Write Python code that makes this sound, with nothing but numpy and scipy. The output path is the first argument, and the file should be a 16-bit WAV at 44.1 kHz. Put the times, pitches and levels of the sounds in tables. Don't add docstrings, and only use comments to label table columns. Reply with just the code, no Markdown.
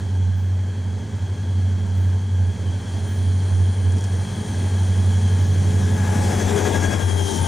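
import sys
import numpy as np
from scipy import signal
from scipy.fft import rfft, irfft, next_fast_len
from scipy.io import wavfile
from scipy.ndimage import uniform_filter1d, map_coordinates

SR = 44100
rng = np.random.default_rng(int(sys.argv[2]) if len(sys.argv) > 2 else 0)


def int16_out(signal):
    q = np.round(np.clip(np.atleast_2d(signal).T, -1, 1) * 32767)
    wavfile.write(sys.argv[1], SR, q.astype(np.int16))


def boost_factor(decibels):
    exponent = np.asarray(decibels, float) / 20
    return 10 ** exponent


N = 329427

# time in seconds, then lead, second and echo speed in turns/s.
CRANK_SPEED = [(0.0, 11.649, 11.497, 11.184), (0.8, 11.665, 11.594, 11.292), (1.6, 11.668, 11.602, 11.391),
               (2.5, 11.663, 11.579, 11.246), (3.2, 11.679, 11.606, 11.291), (4.4, 11.669, 11.584, 11.118),
               (5.6, 11.677, 11.619, 11.172), (6.6, 11.622, 11.629, 10.965), (7.0, 11.405, 11.51, 10.922),
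               (7.47, 11.073, 11.559, 11.356)]
# time in seconds, then lead, second and echo level in dB.
FIRING_LEVEL = [(0.0, -21.0, -19.1, -30.6), (0.6, -21.2, -24.8, -33.9), (1.3, -17.6, -21.2, -29.4),
                (1.9, -20.0, -25.0, -28.0), (2.6, -19.0, -22.7, -20.0), (3.1, -18.6, -21.5, -33.9),
                (3.8, -20.5, -20.1, -23.2), (4.7, -16.3, -20.7, -37.4), (5.4, -18.9, -21.1, -43.5),
                (6.2, -14.1, -14.8, -35.4), (6.8, -17.8, -22.7, -48.4), (7.1, -19.5, -26.9, -32.6),
                (7.47, -22.7, -28.0, -34.5)]
# order in cycles per turn, then lead, second and
# echo level in dB, then lead, second and echo crank offset in turns.
STACK_ORDERS = [(7.0, -19.7, -18.4, -29.8, 0.2, 0.12, 0.16), (8.0, 0.0, 0.0, 0.0, 0.85, 0.24, 0.74),
                (9.0, -12.7, -14.8, -20.7, 0.53, 0.51, 0.56), (10.0, -24.2, -25.4, -29.3, 0.68, 0.18, 0.76)]
# order in cycles per turn, lead and second level in dB.
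UNEVEN_ORDERS = [(4.046, -39, -27), (4.94, -27.5, -36.5), (6.01, -26.5, -31), (10.85, -30.5, -34.5),
                 (11.91, -26.5, -36), (12.72, -33, -28), (13.94, -29, -38), (14.94, -25.5, -32.5),
                 (16.15, -20, -33.5), (17.08, -27, -35), (18.06, -23.5, -37.5), (18.79, -22.5, -26.5),
                 (20, -32, -36.5), (20.91, -30, -37.5), (22.96, -31, -35), (25.23, -38.5, -39)]
# time in seconds, centre in Hz, level in dB.
FAN_BAND = [(0, 9000, -63), (.4, 8950, -69), (2.4, 9300, -62.5), (3.1, 9310, -53), (4.5, 9070, -50),
            (6.2, 9300, -52.5), (6.95, 9440, -51), (7.1, 9560, -43.5), (7.47, 9440, -38.5)]
# frequency in Hz, density in dB per Hz.
RUMBLE_COLOUR = [(12, -64), (20, -21), (37, -22.5), (63, -19), (92, -1.5), (130, -13.5), (200, -8.5),
                 (308, -13.5), (450, -19.5), (600, -59), (990, -120)]
# frequency in Hz, density in dB per Hz.
BODY_COLOUR = [(180, -27), (300, -3), (408, -1), (505, -3.5), (687, -6), (874, -9.5), (981, -9.5),
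               (1360, -15), (1640, -11), (2670, -18.5), (3000, -29), (3900, -47), (6600, -120)]
# frequency in Hz, density in dB per Hz.
FAR_HISS_COLOUR = [(1530, -9.5), (2600, -27.5), (2870, -22), (3250, 0.5), (3610, -8.5), (4260, -2.5),
                   (5020, -9), (6230, -2.5), (8160, -10.5), (9200, -10), (10200, -20), (10800, -59),
                   (11400, -25), (15500, -26)]
# frequency in Hz, density in dB per Hz.
NEAR_HISS_COLOUR = [(1530, -10.5), (2600, -24), (2950, -4), (3250, 0.5), (3530, -3.5), (4760, -7),
                    (6420, 2), (8410, -8), (9550, -4.5), (10100, -8), (10700, -20.5), (11900, -16),
                    (14500, -24), (15500, -23)]
# start in seconds, length in seconds, level of three wheel modes in dB, fizz in dB.
FLANGE_SQUEALS = [
    (.34, 0.22, -68, -83, -81, -85),
    (1.94, 0.27, -74, -78, -72, -64.5),
    (3.06, 0.24, -65, -84, -84, -69),
    (3.88, 0.17, -79, -88, -90, -85),
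    (5.37, .3, -70, -70, -74, -83),
    (5.93, .3, -68, -76, -76, -83),
]
WHEEL_MODES = [14723, 14863, 14917]
# start in seconds, peak in dB.
BALLAST_TICKS = [
    (0.6664, -44),
    (3.921, -31),
    (3.969, -38),
    (3.9833, -30),
    (3.99, -32),
    (4.0083, -31),
    (4.022, -35),
    (4.0407, -27),
    (4.047, -32),
]
# time in seconds, left minus right in dB.
TRAIN_LEAN = [(0.0, 1), (1.0, 1.5), (1.66, 3.0), (3.33, 2.5), (3.62, 6.5), (4.83, 5.5), (5.39, 7.5),
              (6.82, 16), (7.18, 32), (7.47, 25)]
# frequency in Hz, left minus right in dB.
LEAN_AHEAD = [(60, -1.5), (110, 0), (200, -0.5), (380, 8.5), (700, 12.5), (1290, 5.5), (2380, 2),
              (4400, -0.5), (8120, 0.5), (15000, -4)]
# frequency in Hz, left minus right in dB.
LEAN_BESIDE = [(60, -2), (110, 8.5), (200, 6.5), (380, 23), (700, 22.5), (1290, 12), (2380, 9.5),
               (4400, 0.5), (8120, 3), (15000, -22)]
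# frequency in Hz, level in dB.
STREET_SHARE = [(30, -33.5), (90, -12), (150, -15), (300, -15), (640, -18), (1400, -20), (3100, -17),
                (5000, -30), (7000, -16), (10000, -14)]
# time in seconds, level over mid approach in dB.
NEARNESS = [(0, -5.5), (.45, -9), (1.4, -6.5), (2.6, -6), (3.0, -2.5), (3.9, -3.5), (4.45, 0), (5.5, .5),
            (6.0, 4), (6.3, 8.5), (6.72, 9), (7.12, 4.5), (7.47, 6)]
PART_LEVELS = {"rumble": (-38, 0.83), "body": (-41, 0.74), "hiss": (-45, 1.013), "bark": (-15, .7),
               "chuff": (0.73, .05), "drive": (-47, .8), "drive 2": (-54, .9), "drive 4": (-55, 1.03),
               "blower": (-61, 1.05), "pump": (-58, 0.98), "alternator": (-55, .3),
               "second gear": (-79.5, .05), "low halo": (-49.5, 0.94), "mid halo": (-51, .6),
               "high halo": (-47, 0.99)}
# part name, time in seconds, half width in
# seconds, swell in dB (negative for a dip).
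PART_SWELLS = [("drive", 5.85, 0.096, 6.8), ("drive", 6.62, 0.16, 13), ("drive", 7.26, 0.13, 11.3),
               ("drive 2", 6.18, 0.16, 11), ("drive 2", 6.75, .06, 7), ("rumble", 7.35, .15, 4),
               ("drive 4", 6.02, 0.27, 8.8), ("drive 4", 6.87, .2, 9.3), ("drive 4", 8, .07, 5.6),
               ("blower", 6.68, 0.43, 9.6), ("blower", 7.24, .25, 15), ("pump", 6.55, 0.61, 8.6),
               ("alternator", 6.7, .12, 18), ("alternator", 7.4, 0.13, 17), ("second gear", 1.8, 2.1, 20),
               ("second gear", 6.9, 0.23, 40), ("second gear", 7.4, .15, 36),
               ("high halo", 6.54, 0.72, -16), ("low halo", 7.47, 0.23, 7), ("low halo", .05, .3, 5),
               ("bark", 6.97, 0.57, -12), ("hiss", 7.32, 0.091, 4.8), ("body", 6.6, 0.16, 4.4),
               ("body", 6.2, 0.29, 3), ("body", 6.95, 0.21, 3.5), ("rumble", 6.8, 0.26, 4.6),
               ("bark", 5.71, .3, 3.3), ("chuff", 4.2, 0.42, -2), ("chuff", 6.86, 0.42, 3.1)]


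def unit(x):
    return x / np.sqrt(np.mean(np.abs(x) ** 2) + 1e-20)


def along(points, hz):
    point_hz, value = np.transpose(points)
    return np.interp(np.log(hz + 1), np.log(point_hz + 1), value)


def curves(rows):
    s, *columns = np.transpose(rows)
    t = np.arange(N) / SR
    return np.array([np.interp(t, s, column) for column in columns])


def angle(hz):
    return 2 * np.pi * np.cumsum(hz, axis=-1) / SR


def wobble(rate):
    knots = rng.standard_normal(N // 40)
    return map_coordinates(knots, [np.arange(N) * min(rate, 1000) / SR])


def rush(spectrum, lo_hz, hi_hz, patchy_db):
    z = signal.stft(rng.standard_normal(N + 1024), nperseg=1024)[2]
    patches = uniform_filter1d(rng.standard_normal(z.shape), size=10, axis=0, mode="wrap")
    patches = uniform_filter1d(patches, size=6, axis=1, mode="wrap")
    noise = signal.istft(z * boost_factor(patchy_db * unit(patches)), nperseg=1024)[1]
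    length = next_fast_len(N)
    hz = np.fft.rfftfreq(length, 1 / SR)
    coloured = rfft(noise, length) * boost_factor(along(spectrum, hz))
    band = (hz > lo_hz) & (hz < hi_hz)
    band_rms = np.sqrt(2) * np.linalg.norm(coloured[band]) / length
    return irfft(coloured, length)[:N] / band_rms


def part(name):
    base_db, grows = PART_LEVELS[name]
    t = np.arange(N) / SR
    level = base_db + grows * curves(NEARNESS)[0]
    for who, s, width, db in PART_SWELLS:
        if who == name:
            level = level + db * np.exp(-((t - s) / width) ** 2)
    return level


def chuffing(offset):
    return part("chuff") * np.cos(angle(curves(CRANK_SPEED)[0]) + offset)


def exhausts():
    crank, firing = angle(curves(CRANK_SPEED)), boost_factor(curves(FIRING_LEVEL))
    drone = 0
    for row in np.array(STACK_ORDERS):
        order, level_db, offset = row[0], row[1:4, None], row[4:, None]
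        drone = drone + firing * boost_factor(level_db) * np.cos(order * crank + 2 * np.pi * offset)
    bark = 0
    for order, *levels_db in UNEVEN_ORDERS:
        low_order_db = -5 * (order < 7)
        unsteady = boost_factor(2.1 * wobble(1.514) + low_order_db)
        for engine, db in enumerate(levels_db):
            bark = bark + unsteady * boost_factor(db) * np.cos(order * crank[engine] + rng.uniform(0, 6.42))
    return drone.sum(0) + boost_factor(part("bark")) * bark


def passing(hz, climb, pass_s, spread_s, mach):
    t = np.arange(N) / SR
    approach = (t - pass_s) / np.hypot(t - pass_s, spread_s)
    return hz * (1 + climb * t) * (1 - mach * approach)


def twin(turn):
    bounce = boost_factor(-11 + 3 * wobble(9)) * np.cos(turn * (1 - 1 / 80) + wobble(15))
    return 1.3 * (np.cos(turn + .2 * wobble(25)) + bounce)


def lead_gears():
    drive = angle(passing(393.5, climb=.0026, pass_s=7.115, spread_s=.545, mach=.055))
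    blower = angle(passing(3136., climb=.0022, pass_s=7.3, spread_s=.453, mach=.06))
    beat_db = chuffing(0.89)
    # part, shaft angle, share of the crank pulse, flutter in dB
    tones = [("drive", drive, .3, 1.5), ("drive 2", 2 * drive, .8, 2.2),
             ("drive 4", 4 * drive, 2.2, 1.2), ("blower", blower, 1.3, 1.4)]
    whine = boost_factor(part("pump") + 1.5 * wobble(15)) * twin(drive * 16 / 9)
    for name, turn, depth, flutter_db in tones:
        whine = whine + boost_factor(part(name) + depth * beat_db + flutter_db * wobble(28)) * twin(turn)
    return whine


def second_gears():
    whine = 0
    for name, hz in [("alternator", 912.), ("second gear", 3342.)]:
        turn = angle(np.full(N, hz)) + 0.92 * wobble(27)
        whine = whine + boost_factor(part(name) + 0.83 * wobble(12)) * np.cos(turn)
    return whine


def gear_halo():
    halo = 0
    for name, top_hz, width_hz in [("low halo", 918, 130), ("mid halo", 1685, 150), ("high halo", 3360, 290)]:
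        skirt = [(20, -120), (top_hz - width_hz * 2.3, -40), (top_hz - width_hz, -5),
                 (top_hz - width_hz * 0.16, -1.5), (top_hz, 0), (top_hz + 25, -60), (top_hz + 60, -120)]
        halo = halo + boost_factor(part(name)) * rush(skirt, 500, 4000, patchy_db=0.9)
    return halo


def electronics():
    return boost_factor(-83) * np.cos(angle(np.full(N, 11780.)))


def wheel_rumble(surge_db):
    return boost_factor(part("rumble") + .5 * surge_db) * rush(RUMBLE_COLOUR, 108, 410, patchy_db=2.5)


def body_roar(surge_db, chuff_db):
    level = part("body") + 0.57 * chuff_db + 0.85 * surge_db
    return boost_factor(level) * rush(BODY_COLOUR, 381, 1600, patchy_db=0.5)


def air_hiss(surge_db, chuff_db):
    hiss_db = part("hiss")
    close = np.clip((hiss_db + 50.5) / 10, 0, 1) ** 2
    far = np.sqrt(1 - close) * rush(FAR_HISS_COLOUR, 3600, 8300, patchy_db=0.66)
    near = np.sqrt(close) * rush(NEAR_HISS_COLOUR, 3960, 8300, patchy_db=1.9)
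    return boost_factor(hiss_db + 0.5 * chuff_db + 0.46 * surge_db) * (far + near)


def cooling_fan(chuff_db):
    fan_hz, fan_db = curves(FAN_BAND)
    turn = angle(fan_hz)
    fan = unit(wobble(850) * np.cos(turn) + wobble(850) * np.sin(turn))
    fan = signal.sosfilt(signal.butter(10, 10150, fs=SR, output="sos"), fan)
    return boost_factor(fan_db + 0.28 * chuff_db + 1.34 * wobble(60)) * fan


def rolling():
    chuff_db, surge_db = chuffing(1.34), .6 * wobble(8)
    noise = wheel_rumble(surge_db) + body_roar(surge_db, chuff_db)
    return noise + air_hiss(surge_db, chuff_db) + cooling_fan(chuff_db)


def flange_squeals():
    out, t = np.zeros(N + SR), np.arange(SR // 2) / SR
    fizz_filter = signal.butter(4, 13900, "high", fs=SR, output="sos")
    for s, length, *modes_db, fizz_db in FLANGE_SQUEALS:
        swell = np.clip(t / .03, 0, 1) * np.exp(-(t / length) ** 2 * 2.5)
        fizz = signal.sosfilt(fizz_filter, rng.standard_normal(len(t)))
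        squeal = boost_factor(fizz_db + 12.0) * swell * fizz
        for hz, db in zip(WHEEL_MODES, modes_db):
            chatter = 1.2 * np.sin(rng.uniform(90, 200) * t)
            squeal = squeal + boost_factor(db + 9) * np.cos(2 * np.pi * hz * t + rng.uniform(0, 7) + chatter)
        out[round(s * SR):][:len(t)] += swell * squeal
    return out[:N]


def ballast_ticks():
    out, t = np.zeros(N + SR), np.arange(SR // 2) / SR
    stone = signal.butter(2, [4600, 8200], "band", fs=SR, output="sos")
    for s, db in BALLAST_TICKS:
        tick = rng.standard_normal(len(t)) * boost_factor(db + 1.5 - 60 * t / .02)
        out[round(s * SR):][:len(t)] += signal.sosfilt(stone, tick)
    return out[:N]


def stack_lean(t):
    ahead_db, beside_db, level_s, swing_s = -1.3, 5.6, 6.38, .12
    sway_db = 1.1 * np.interp(t * SR, np.arange(N), wobble(7)) * np.exp(-(t / 5) ** 4)
    swing = (1 + np.tanh((t - level_s) / swing_s)) / 2
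    return sway_db + ahead_db + (beside_db - ahead_db) * swing


def scene():
    halo = gear_halo()
    mid = exhausts() + lead_gears() + second_gears() + halo + electronics()
    mid = mid + rolling() + flange_squeals() + ballast_ticks()
    street = rolling() + np.roll(halo, SR // 9)
    hz, t, (mid_z, street_z) = signal.stft([mid, street], SR, nperseg=2048)
    s, lean_db = np.transpose(TRAIN_LEAN)
    swing = (np.interp(t, s, lean_db) - 8.5) / 15
    ahead, beside = along(LEAN_AHEAD, hz)[:, None], along(LEAN_BESIDE, hz)[:, None]
    is_drone = hz[:, None] < 135
    ratio = boost_factor(np.where(is_drone, stack_lean(t), ahead + (beside - ahead) * swing))
    side = mid_z * (ratio - 1) / (ratio + 1) + street_z * boost_factor(along(STREET_SHARE, hz))[:, None]
    side = side * (hz < 10900)[:, None]
    return signal.istft(np.array([mid_z + side, mid_z - side]), SR, nperseg=2048)[1][:, :N]


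def top_cut(x):
    return signal.sosfilt(signal.butter(12, 15670, fs=SR, output="sos"), x)


def record(dry):
    length = next_fast_len(N)
    hz = np.fft.rfftfreq(length, 1 / SR)
    mix = irfft(rfft(dry, length) * (hz < 15700), length)[:, :N]
    return top_cut(mix)


dry = scene()
out = record(dry)
int16_out(out)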